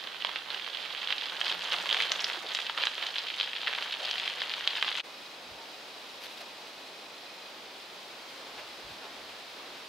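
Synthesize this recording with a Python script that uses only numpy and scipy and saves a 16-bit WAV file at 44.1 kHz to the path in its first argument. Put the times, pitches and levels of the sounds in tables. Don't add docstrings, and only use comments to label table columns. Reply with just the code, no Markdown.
import sys
import numpy as np
from scipy import signal
from scipy.fft import rfft, irfft, next_fast_len
from scipy.io import wavfile

SR = 44100
rng = np.random.default_rng(int(sys.argv[2]) if len(sys.argv) > 2 else 0)


def log_audio(samples):
    frames = np.atleast_2d(samples).T
    limited = np.clip(frames, -1, 1)
    pcm = np.round(limited * 32767).astype(np.int16)
    wavfile.write(sys.argv[1], SR, pcm)


N = 435708
TIME = np.arange(N) / SR
CUT_S = 5.027


def from_db(db):
    return 10 ** (np.asarray(db) / 20)


def rms_one(x):
    return x / np.sqrt(np.mean(x ** 2) + 1e-20)


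def in_time(rows):
    s, *columns = np.transpose(rows)
    return [np.interp(TIME, s, column) for column in columns]


def at_hz(points, hz):
    point_hz, values = np.transpose(points)
    return np.interp(np.log(hz + 1), np.log(point_hz), values)


def panned(pan_db):
    pan_db = np.atleast_1d(pan_db)
    return from_db(np.array([pan_db, -pan_db]) / 2)


def drift(rate):
    return np.interp(TIME * rate, np.arange(4096), rng.standard_normal(4096))


def swell(s, length):
    return np.exp(-.5 * np.minimum(((TIME - s) / length) ** 2, 100))


def response(spectrum, pitch_hz=1000, ring_db=0, octaves=0.33, tilt_db=0, size=2048):
    hz = np.arange(size // 2 + 1) * SR / size
    away = np.log2((hz + 1) / pitch_hz)
    resonance_db = ring_db / (1 + (away / octaves) ** 2)
    level_db = at_hz(spectrum, hz) + resonance_db + tilt_db * away
    cepstrum = irfft(np.log(from_db(level_db)))
    cepstrum[0] /= 2
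    return irfft(np.exp(rfft(2 * cepstrum[:size // 2], size)))


def through(x, impulse):
    return signal.oaconvolve(x, np.atleast_2d(impulse), axes=1)[:, :N]


def resonance(x, hz, width_hz):
    r = np.exp(-np.pi * width_hz / SR)
    return signal.lfilter([1, 0, -1], [1, -2 * r * np.cos(2 * np.pi * hz / SR), r * r], x)


def grains(per_s, size_db, spread_db):
    born = rng.random(N) < per_s / SR
    heights = from_db(size_db * np.minimum(rng.exponential(1, N), 4))
    signs = rng.choice([-1, 1], N)
    return born * heights * signs * panned(spread_db * rng.standard_normal(N))


# frequency in Hz, correlation from 0 to 1.
STEREO_LIKENESS = [(50, .85), (200, 0.98), (600, 0.91), (1400, 0.52), (3100, 0.55), (6500, 0.53),
                   (9000, 0.99), (15000, 1)]


def wash(spectrum):
    size = next_fast_len(N)
    hz = np.arange(size // 2 + 1) * SR / size
    alike = np.clip(at_hz(STEREO_LIKENESS, hz), 0, 1)
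    mid, side = rfft(rng.standard_normal((2, size))) * from_db(at_hz(spectrum, hz))
    left_right = np.sqrt(1 + alike) * mid + np.sqrt(1 - alike) * side * [[1], [-1]]
    return rms_one(irfft(left_right, size)[:, :N])


# frequency in Hz, relative level in dB per Hz.
WOOD_COLOUR = [(20, -45), (50, -19), (100, -14), (200, -6), (500, 1.5), (1200, -2), (4000, 2.5),
               (8000, -18.5), (15500, -24.5)]


def wood():
    return from_db(-47.5) * wash(WOOD_COLOUR)


# time in seconds, rms of the upper hum in dB.
DRONE_LEVEL = [(0, -77), (1.2, -81), (1.6, -65.5), (2.1, -70), (2.5, -82), (5, -71.5)]


def drone(hz=184, width_hz=12, lower_db=-13):
    level_db, = in_time(DRONE_LEVEL)
    upper, lower = rng.standard_normal((2, N))
    upper_hum = rms_one(resonance(upper, hz, width_hz))
    lower_hum = rms_one(resonance(lower, hz / 2, width_hz / 2))
    return from_db(level_db) * (upper_hum + from_db(lower_db) * lower_hum)


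# frequency in Hz, relative level in dB per Hz.
STREAM_COLOUR = [(20, -48), (55, -27), (120, -16), (250, -3), (550, 1.5), (850, 1), (1500, -3),
                 (2500, -7.5), (5000, -39)]
LEAF_COLOUR = [(500, -23), (1500, -9), (2200, -3.5), (3200, 0), (4000, -0.5), (4500, -2.5), (5000, -4),
               (5700, -9.5), (8000, -19), (15500, -26.5)]
# time in seconds, stream in dB, leaves in dB.
BREEZE_LEVELS = [(5.1, -50.5, -49), (6.06, -51, -48.5), (6.36, -50.5, -48.5), (7.2, -51.5, -49.5),
                 (7.91, -50.5, -49), (8.45, -49.5, -48), (9.69, -49.5, -48.5), (9.88, -49.5, -48.5)]


def streamside():
    stream_db, leaves_db = in_time(BREEZE_LEVELS)
    stream = from_db(stream_db + 0.9 + .5 * drift(14)) * wash(STREAM_COLOUR)
    leaves = from_db(leaves_db + 0.72 + 0.42 * drift(25)) * wash(LEAF_COLOUR)
    return (stream + leaves) * panned(-.4)


# frequency in Hz, relative level in dB per Hz.
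PUFF_COLOUR = [(20, -24), (50, 0), (80, -2), (140, -2), (250, -23), (600, -55)]
# peak time in seconds, bell width in seconds, rms at the peak in dB.
AIR_PUFFS = [(5.524, 0.033, -64), (8.6, 0.1, -73), (8.895, 0.042, -61), (9.22, 0.11, -72)]


def puffs():
    envelope = sum(from_db(level_db) * swell(s, length) for s, length, level_db in AIR_PUFFS)
    return wash(PUFF_COLOUR) * envelope


# peak time in seconds, bell width in seconds, rms in dB, pitch in Hz, resonance width in Hz.
DULL_KNOCKS = [(2.372, 0.017, -52, 343, 100), (2.453, 0.01, -43.5, 533, 400), (4.023, 0.014, -43, 580, 280),
               (5.63, 0.062, -54.5, 922, 40), (6.411, 0.015, -48.5, 630, 170)]


def knocks():
    out = np.zeros(N)
    for s, length, level_db, hz, width_hz in DULL_KNOCKS:
        shape = swell(s, length)
        tone = resonance(resonance(rng.standard_normal(N), hz, width_hz), hz, width_hz)
        ring = shape * tone
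        out += from_db(level_db) * ring * np.linalg.norm(shape) / np.linalg.norm(ring)
    return out


# frequency in Hz, relative level in dB per Hz.
BRUSH_COLOUR = [(20, -76), (150, -38), (600, 4), (1500, 3.5), (3500, 7), (5000, 0), (7500, -15.5),
                (12500, -14.5), (15500, -23)]
# peak time in seconds, bell width in seconds, rms in dB, treble tilt in dB per octave.
BRUSH_STROKES = [(6.238, 0.017, -44.5, 2.5), (6.265, 0.006, -47, 1.5), (6.325, 0.015, -49, 3),
                 (6.379, .008, -49, 2), (6.413, 0.0069, -42.5, 1), (8.593, 0.012, -41.5, -3),
                 (9.05, 0.017, -47.5, -4.5), (9.29, .014, -49, 0), (9.703, .004, -48, -2)]


def brushes():
    slips = rms_one(grains(per_s=1900, size_db=2.5, spread_db=5.5))
    out = 0
    for s, length, level_db, tilt_db in BRUSH_STROKES:
        colour = response(BRUSH_COLOUR, tilt_db=tilt_db)
        colour = colour / np.linalg.norm(colour)
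        out = out + through(slips * swell(s, length), from_db(level_db) * colour)
    return out


# time in seconds, rms of the whine in dB, whine pitch in Hz.
ZOOM_MOTION = [(5.1, -61, 3950), (6.3, -60.5, 3900), (6.8, -60.5, 3970), (7.4, -58.5, 4060),
               (7.7, -65, 4020), (8.4, -67, 3950), (9.88, -68, 3950)]
ZOOM_STEPS_PER_S, ZOOM_FIRST_S, ZOOM_BURST_S = 25, 5.103, .004


def zoom_motor(barrel_hz=2500, barrel_width_hz=35, barrel_db=-1.5, overtone_db=-8.5):
    level_db, whine_hz = in_time(ZOOM_MOTION)
    steps = (TIME - ZOOM_FIRST_S) * ZOOM_STEPS_PER_S
    from_step = ((steps + .5) % 1 - .5) / ZOOM_STEPS_PER_S
    bursts = np.exp(-.5 * (from_step / ZOOM_BURST_S) ** 2) * from_db(3.6 * drift(25))
    whine = rms_one(bursts * np.sin(2 * np.pi * np.cumsum(whine_hz + 28 * drift(120)) / SR))
    shake = bursts * np.sin(2 * np.pi * np.cumsum(barrel_hz + 25 * drift(120)) / SR)
    barrel = from_db(barrel_db) * rms_one(resonance(shake, barrel_hz, barrel_width_hz))
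    rattle = bursts * rng.standard_normal(N)
    overtone = from_db(overtone_db) * rms_one(resonance(rattle, 2 * barrel_hz, 150))
    return from_db(level_db) * (whine + barrel + overtone)


def woodland(x, scatter_db, t60, bank_db, bank_s, size=12000, count=8):
    age = np.arange(size) / SR
    scatter = from_db(scatter_db - 60 * age / t60)
    bank = from_db(bank_db) * np.exp(-((age - bank_s) / 0.0023) ** 2)
    tail = (scatter + bank) * np.minimum(age / 0.0022, 1)
    place = TIME * 20 % count
    out = x
    for k in range(count):
        nearness = np.maximum(1 - np.abs((place - k + 1) % count - 1), 0)
        noise = rng.standard_normal(size) + 0.7 * rng.standard_normal((2, size))
        out = out + through(x * np.sqrt(nearness), tail * noise)
    return out


# time in seconds, fine grit in dB, coarse grinding in dB, sandy sizzle in dB.
ROLLING_LEVELS = [(0.0, -44.5, -49, -76), (0.2, -46.5, -51, -76), (0.65, -42.5, -50, -69),
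                  (1.25, -40, -46.5, -63.5), (1.6, -40, -45, -58), (2.1, -36.5, -41.5, -54),
                  (2.4, -43, -46, -61), (2.95, -41, -50, -62), (3.6, -40.5, -51, -63),
                  (4.2, -38, -45.5, -60.5), (5.0, -37.5, -47, -58)]
# start in seconds, time to the release in seconds,
# rise of the grit in dB, rise of the grinding in dB.
GRAVEL_SURGES = [(0.238, 0.126, 4.5, 4), (0.492, 0.062, 5, 7), (0.778, 0.056, 3.5, 2), (1.057, 0.057, 3, 2),
                 (1.376, .13, 5, 3.5), (1.71, 0.026, 4.5, 4.5), (1.859, 0.19, 2.5, 2.5), (2.21, .1, 2, 1.5),
                 (2.467, 0.16, 5.5, .5), (2.76, 0.097, 2.5, 4.5), (2.972, 0.045, 3, 7),
                 (3.123, 0.044, 3.5, 2), (3.379, .05, 5.5, 4), (3.676, .18, 3, 4.5), (4.004, 0.19, 2, -3),
                 (4.204, 0.069, 2, 1), (4.745, 0.046, 0.5, 3), (4.874, 0.14, 2.5, 0.5)]
SURGE_ATTACK_S, SURGE_RELEASE_S = 0.012, 0.027
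SAND_SHARE = 0.69
UNEVEN_DB, UNEVEN_PER_S = 1.0, 28


def rolling():
    grit_db, grinding_db, sand_db = in_time(ROLLING_LEVELS)
    grit_rise, grinding_rise = np.zeros((2, N))
    for s, length, grit_rise_db, grinding_rise_db in GRAVEL_SURGES:
        age = TIME - s
        attack = np.clip(age / SURGE_ATTACK_S, 0, 1)
        release = np.exp(-np.clip((age - length) / SURGE_RELEASE_S, 0, 20))
        shape = attack * release
        grit_rise = np.maximum(grit_rise, grit_rise_db * shape)
        grinding_rise = np.maximum(grinding_rise, grinding_rise_db * shape)
    bumps = UNEVEN_DB * drift(UNEVEN_PER_S)
    sand_rise = SAND_SHARE * (grit_rise + bumps)
    return grit_db + grit_rise + bumps, grinding_db + grinding_rise + bumps, sand_db + sand_rise


SLIPS_PER_S, SETTLE_S, SLIP_DEPTH = 70, .004, 2.2


def crunch(spectrum, per_s, size_db, ring_db, low_hz, high_hz, count=7):
    slips = (rng.random(N) < SLIPS_PER_S / SR) * rng.random(N)
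    settling = signal.lfilter([1], [1, -np.exp(-1 / (SETTLE_S * SR))], slips + 1e-18)
    stir = 1 + SLIP_DEPTH * settling
    clicks = np.sqrt(stir) * grains(per_s * stir, size_db, spread_db=4.5)
    dealt = rng.integers(0, count, N)
    out = 0
    for k, hz in enumerate(np.geomspace(low_hz, high_hz, count)):
        out = out + through(clicks * (dealt == k), rms_one(response(spectrum, hz, ring_db)))
    return rms_one(out)


# frequency in Hz, relative level in dB per Hz.
STONE_COLOUR = [(100, -40), (300, -30), (550, -15), (1300, -9), (2000, -6), (2600, -3.5), (3200, 1.5),
                (4000, -5), (5000, -16), (6000, -24), (8000, -39), (15500, -41)]
# start in seconds, starting level in dB, pitch in Hz.
STONE_CRUSHES = [(0.503, -29, 4300), (1.124, -26, 3120), (1.641, -35, 6700), (1.722, -30.5, 3230),
                 (1.91, -23, 3320), (2.118, -24.5, 6860), (2.204, -30.5, 6000), (2.242, -21, 5300),
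                 (2.547, -32, 7500), (2.775, -25.5, 1390), (2.853, -31, 7600), (2.869, -24, 3940),
                 (3.672, -23.5, 1730)]


def crushes(fade_s=0.0054, ring_db=15, hard_db=12, size=2048):
    out, age = np.zeros((2, N + size)), np.arange(size) / SR
    for s, level_db, hz in STONE_CRUSHES:
        colour = response(STONE_COLOUR, hz, ring_db + hard_db * max(np.log2(hz / 3500), 0))
        colour = colour / np.linalg.norm(colour)
        noise = rng.standard_normal(size) + 0.26 * rng.standard_normal((2, size))
        cracks = noise * np.exp(-age / fade_s)
        sound = signal.fftconvolve(cracks, colour[None], axes=1)[:, :size]
        start = round(s * SR)
        out[:, start:start + size] += from_db(level_db) * sound
    return out[:, :N]


SMALL_POPS_PER_S, SMALL_POP_DB, SMALL_POP_SPREAD_DB = 9, -20.5, 1
SMALL_POP_FOLLOWS = 0.63
SMALL_POP_HZ, SMALL_POP_OCTAVES, SMALL_POP_PAN_SPREAD_DB = 2400, 0.57, 0.5


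def small_pops(grit_db, pan_db, count=400):
    place, chance = rng.random((2, count))
    size, pitch, side = np.clip(rng.standard_normal((3, count)), -2, 2)
    s = (np.arange(count) + place) / count * CUT_S
    at = (s * SR).astype(int)
    effort = from_db(grit_db[at])
    swing_db = grit_db[at] - grit_db[at].mean()
    peak_db = SMALL_POP_DB + SMALL_POP_FOLLOWS * swing_db + SMALL_POP_SPREAD_DB * size
    hz = SMALL_POP_HZ * 2 ** (SMALL_POP_OCTAVES * pitch)
    rows = np.column_stack([s, peak_db, hz, pan_db[at] + SMALL_POP_PAN_SPREAD_DB * side])
    flying = round(SMALL_POPS_PER_S * CUT_S)
    return rows[np.argsort(chance / effort)[:flying]]


POP_RING_OCTAVES = .55


def stone_pops(stones, ring_db, hard_db, size_tilt_db, chatter_db, chatter_s, bounce_db, bounce_s, size=2048):
    out, age = np.zeros((2, N + size)), np.arange(size) / SR
    for s, peak_db, hz, pan_db in stones:
        smallness = np.log2(hz / 3500)
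        stone_ring_db = ring_db + hard_db * max(smallness, 0)
        tilt_db = size_tilt_db * min(smallness, 0)
        snap = response(STONE_COLOUR, hz, stone_ring_db, POP_RING_OCTAVES, tilt_db)
        snap = snap / np.abs(signal.hilbert(snap)).max()
        grit = rng.standard_normal(size) + 0.67 * rng.standard_normal((2, size))
        chatter = np.exp(-age / chatter_s) * np.minimum(age / 0.00051, 1)
        contacts = from_db(chatter_db) * grit * chatter
        contacts[[0, 1], rng.integers(0, 2, 2)] = 1
        contacts[:, round(bounce_s * rng.uniform(.8, 1.2) * SR)] += from_db(bounce_db)
        sound = signal.fftconvolve(contacts, snap[None], axes=1)[:, :size]
        start = round(s * SR)
        out[:, start:start + size] += from_db(peak_db) * panned(pan_db) * sound
    return out[:, :N]


# frequency in Hz, relative level in dB per Hz.
GRIT_COLOUR = [(500, -36), (1400, -10), (2100, -9), (2650, -2.5), (3150, 3), (4000, -3), (5000, -10.5),
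               (5600, -20), (8000, -32), (15500, -44)]
GRINDING_COLOUR = [(60, -33), (150, -20.5), (300, -11.5), (500, -4), (900, 1), (1500, 1), (2200, -1),
                   (3500, -19), (7000, -28)]
SAND_COLOUR = [(2000, -21), (4500, 4.5), (6300, 5.5), (7200, 0.5), (8200, -4.5), (12000, -10.5),
               (15500, -36)]
# time in seconds, left-right difference in dB (positive is left).
TYRE_BEARING = [(0, -7), (.75, -7), (1.5, -4), (2.75, -4), (3.75, -2.5), (5, -1.2)]
# start in seconds, snap peak in dB, pitch in Hz, left-right difference in dB.
LOUD_POPS = [(0.2226, -20, 3000, -4), (0.2484, -11, 900, -7), (0.2926, -19, 1100, -8),
             (0.3595, -15, 1700, -4), (1.1051, -15, 3000, -5), (1.1262, -11, 2600, -1),
             (1.4139, -12, 1900, -6), (1.5242, -16, 4300, -1), (1.7402, -14, 2600, -2),
             (1.8585, -16, 1000, 0), (1.8917, -14, 3200, -3), (1.9276, -9, 4400, -1),
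             (1.9458, -10, 1800, -1), (1.9688, -14, 2600, -2), (2.0039, -11, 2200, -1),
             (2.0116, -15, 2400, -9), (2.0229, -12, 4000, -1), (2.1185, -8, 6200, -1),
             (2.2441, -14, 4500, 0), (2.2998, -15, 1600, -1), (2.5495, -13, 5900, 0), (2.6974, -13, 900, 1),
             (2.8301, -16, 4700, 1), (2.8368, -10, 1800, -8), (2.8548, -15, 6600, -1),
             (2.8703, -12, 1400, -2), (3.0671, -16, 6600, -2), (3.1836, -13, 4700, 1),
             (3.3026, -17, 2700, -3), (3.4, -12, 3800, -1), (3.4109, -12, 3900, -1),
             (3.5326, -18, 2300, -1), (3.6795, -12, 2200, -5), (3.7357, -15, 2000, -4),
             (3.786, -16, 1500, 1), (4.1118, -12, 5900, 1), (4.2778, -13, 2800, -3), (4.4191, -15, 1700, 0),
             (4.6755, -6, 4100, 0), (4.8264, -6, 1800, -3)]


def bicycles():
    grit_db, grinding_db, sand_db = rolling()
    pan_db, = in_time(TYRE_BEARING)
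    grit = from_db(grit_db + 0.3) * crunch(
        GRIT_COLOUR, per_s=800, size_db=2.5, ring_db=10.5, low_hz=1760, high_hz=4950)
    grinding = from_db(grinding_db) * crunch(
        GRINDING_COLOUR, per_s=900, size_db=3.0, ring_db=8.5, low_hz=483, high_hz=1950)
    sand = from_db(sand_db + 1.8) * crunch(
        SAND_COLOUR, per_s=500, size_db=3.5, ring_db=2.0, low_hz=5000, high_hz=11000, count=4)
    bed = (grit + crushes()) * panned(pan_db + 1.4) + grinding * panned(pan_db - 0.2) + sand
    stones = [*LOUD_POPS, *small_pops(grit_db, pan_db)]
    pops = stone_pops(stones, ring_db=8.0, hard_db=7.5, size_tilt_db=0.93, chatter_db=-24.5,
                      chatter_s=0.0031, bounce_db=-11.5, bounce_s=0.002214)
    return woodland(bed + pops, scatter_db=-42, t60=0.37, bank_db=-47.5, bank_s=0.0434)


GAP_S, FADE_S = .008, .02


def scene():
    path = bicycles() + drone() + wood()
    before = np.clip((CUT_S - GAP_S - TIME) / FADE_S, 0, 1)
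    after = np.clip((TIME - CUT_S) / FADE_S, 0, 1)
    spot = (streamside() + zoom_motor()) * np.maximum(after, 0.17 * (1 - before))
    return before * path + spot + brushes() + knocks() + puffs()


CUTOFF_HZ = 15750


def record(dry):
    lowpass = signal.firwin(511, CUTOFF_HZ, fs=SR)
    return signal.oaconvolve(dry, lowpass[None], "same", axes=1)


dry = scene()
out = record(dry)
log_audio(out)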